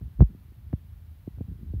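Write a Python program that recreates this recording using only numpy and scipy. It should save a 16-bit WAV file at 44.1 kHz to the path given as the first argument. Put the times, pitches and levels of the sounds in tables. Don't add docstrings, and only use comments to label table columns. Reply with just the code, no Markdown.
import sys
import numpy as np
from scipy import signal
from scipy.fft import rfft, irfft, next_fast_len
from scipy.io import wavfile
from scipy.ndimage import map_coordinates

SR = 44100
rng = np.random.default_rng(int(sys.argv[2]) if len(sys.argv) > 2 else 0)


def volts(x):
    e = np.asarray(x, float) / 20
    return 10 ** e


def wrap_up_sound(samples):
    columns = np.atleast_2d(samples).T
    tamed = np.clip(columns, -1, 1)
    steps = np.round(tamed * 32767).astype(np.int16)
    wavfile.write(sys.argv[1], SR, steps)


N = 79380


def unit(x):
    return x / np.sqrt(np.mean(x ** 2) + 1e-20)


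def filtered(x, response):
    size = next_fast_len(N + SR // 2)
    hz = np.fft.rfftfreq(size, 1 / SR)
    return irfft(rfft(x, size) * response(hz), size)[..., :N]


def coloured(x, points):
    point_hz, point_db = np.transpose(points)

    def response(hz):
        return volts(np.interp(np.log(hz + 1), np.log(point_hz + 1), point_db, -120, -120))

    return unit(filtered(x, response))


def wobble(rate):
    knots = rng.standard_normal(int(N * rate / SR) + 4)
    return map_coordinates(knots, [np.arange(N) * rate / SR])


def hump(hz, corner_hz, order):
    return SR / corner_hz * (1 + (hz / corner_hz) ** 2) ** -order


def bumps():
    # start_s, peak_db, softness_hz (corner), snap_db
    pushes = [(.009, -27.5, 270, -18.5), (.0285, -24.5, 193, -45.5), (0.346, -30, 340, -51),
              (0.5185, -38.5, 372, -52), (0.7263, -22.5, 330, -6), (1.274, -18, 399, -60),
              (1.277, -31.5, 443, -60), (1.380, -33, 220, -9.5), (1.4053, -15.5, 313, -24.5),
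              (1.4095, -25, 466, -49), (1.481, -29, 207, -60), (1.628, -26, 254, -45),
              (1.735, -20, 387, -42), (1.745, -22.5, 200, -26), (1.757, -16.5, 100, -70)]
    # start_s, peak_db, softness_hz (corner), snap_db
    pulls = [
        (.017, -21.5, 130, -31),
        (0.023, -30, 214, -25),
        (.050, -20.5, 105, -44),
        (0.075, -32, 212, -53),
        (.186, -18, 200, -41),
        (.193, -12.5, 229, -39.5),
        (0.2019, 4, 151, -17.5),
        (0.2169, 0.5, 269, -21.5),
        (0.2227, -1, 169, -32),
        (0.7313, -11, 361, -41.5),
    ]
    snap_hz, snap_lag_s, snap_order = 755, 0.003146, 2.25
    leak = 0.2

    def spectrum(hz):
        total = 0
        for way, rows in ((1, pushes), (-1.03, pulls)):
            for start_s, peak_db, soft_hz, snap_db in rows:
                leaking = (hz / np.hypot(hz, leak * soft_hz)) ** 2
                soft = hump(hz, soft_hz, 3) * leaking
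                snap = 1j * volts(snap_db) * hump(hz, snap_hz, snap_order)
                snap = snap * np.exp(-2j * np.pi * hz * snap_lag_s)
                delay = np.exp(-2j * np.pi * hz * start_s)
                total = total + way * volts(peak_db) * delay * (soft + snap)
        return total

    click = (np.arange(N) == 0).astype(float)
    return filtered(click, spectrum)


def bass_cut(x, order):
    cut_hz = 53.2
    turn_rate, knee_hz, pivot_hz, pivot_turns = 1.405, 19.1, 150, .558

    def response(hz):
        turns = turn_rate * np.log((hz + knee_hz) / (pivot_hz + knee_hz)) + pivot_turns
        loss = np.sqrt(1 + (cut_hz / (hz + 1)) ** (2 * order))
        return np.exp(-2j * np.pi * turns) / loss

    return filtered(x, response)


def strokes_db(t):
    # start_s, swell_db, fade_s
    strokes = [
        (.005, 19.5, .06),
        (0.183, 15.5, 0.031),
        (.285, 21, 0.087),
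        (1.365, 19.5, .04),
        (1.472, 21, 0.062),
        (1.586, 16.5, 0.074),
        (1.619, 14, .05),
        (1.68, 9.5, 0.16),
    ]
    rise_s = 0.0058
    power = 0
    for start_s, swell_db, fade_s in strokes:
        after = np.clip(t - start_s, 0, None)
        power = power + volts(2 * swell_db) * (1 - np.exp(-after / rise_s)) * np.exp(-2 * after / fade_s)
    return 10 * np.log10(1 + power)


def purr():
    beat_hz = 27.5 * (1 + .04 * wobble(8.6))
    beats = np.diff(np.floor(np.cumsum(beat_hz / SR)), prepend=0)
    return volts(-3) * unit(beats * volts(2 * wobble(28.9)))


def small_pushes():
    per_s, spread_db, bed_share = 390, 4.5, 0.3
    happens, side, size = rng.random((3, N))
    grains = (happens < per_s / SR) * np.sign(side - .5) * volts(spread_db * (2 * size - 1))
    return np.sqrt(1 - bed_share) * unit(grains) + np.sqrt(bed_share) * rng.standard_normal(N)


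def rumble():
    # start_s, rumble_db
    handling = [
        (0.0, -48.5),
        (0.13, -46.5),
        (0.45, -48.5),
        (0.656, -44.5),
        (0.816, -44),
        (1.232, -47.5),
        (1.398, -40),
        (1.594, -43.5),
        (1.8, -36.5),
    ]
    # pitch_hz, level_db (per Hz)
    low_colour = [(18, -48), (30, -32.5), (50, -3), (76, 2), (113, -7), (146, -15.5), (162, -24.5),
                  (420, -48.5), (550, -73), (920, -120)]
    # pitch_hz, level_db (per Hz)
    rustle_colour = [(100, -36.5), (160, 2.5), (260, -4.5), (400, -16.5), (650, -41), (900, -38.5)]
    t = np.arange(N) / SR
    drive = small_pushes() + purr()
    lift_db = strokes_db(t)
    low = coloured(drive, low_colour) * volts(0.17 * lift_db + .7 * wobble(9))
    rustle = coloured(drive, rustle_colour) * volts(-24 + lift_db + 1.3 * wobble(20))
    start_s, level_db = np.transpose(handling)
    return volts(np.interp(t, start_s, level_db)) * (low + rustle)


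def ticks():
    # start_s, level_db, dullness_hz (corner)
    case_ticks = [
        (0.198, -50.5, 3040),
        (0.2034, -47, 1990),
        (0.2074, -44.5, 3600),
        (0.2203, -47, 2600),
        (0.7297, -43.5, 2420),
        (.7335, -50, 2460),
        (1.7985, -49, 1800),
    ]
    out = np.zeros(N + SR)
    t = np.arange(-200, 200) / SR
    swell = np.exp(-(t / .0011) ** 2)
    for start_s, level_db, dullness_hz in case_ticks:
        burst = rng.standard_normal(len(t)) * volts(level_db) * swell
        band = signal.butter(3, [600, dullness_hz], "band", fs=SR, output="sos")
        first = round((start_s + t[0]) * SR)
        out[first:first + len(t)] += signal.sosfilt(band, burst)
    return out[:N]


def hiss():
    # pitch_hz, level_db (per Hz)
    hiss_colour = [(300, -6), (600, -2), (1600, -5.5), (4000, -11.5), (5500, -17.5), (7800, -21),
                   (10500, -15), (13000, -9), (15700, -11.5)]
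    return volts(-69.5) * coloured(rng.standard_normal(N), hiss_colour)


def scene():
    thumps = bass_cut(bumps(), 10.9)
    low_rumble = bass_cut(rumble(), 0) * np.sqrt(2)
    return (thumps + low_rumble + ticks() + hiss())[None]


def band_limit(x):
    return signal.sosfilt(signal.butter(12, 16750, fs=SR, output="sos"), x)


def record(dry):
    return band_limit(dry)


dry = scene()
out = record(dry)
wrap_up_sound(out)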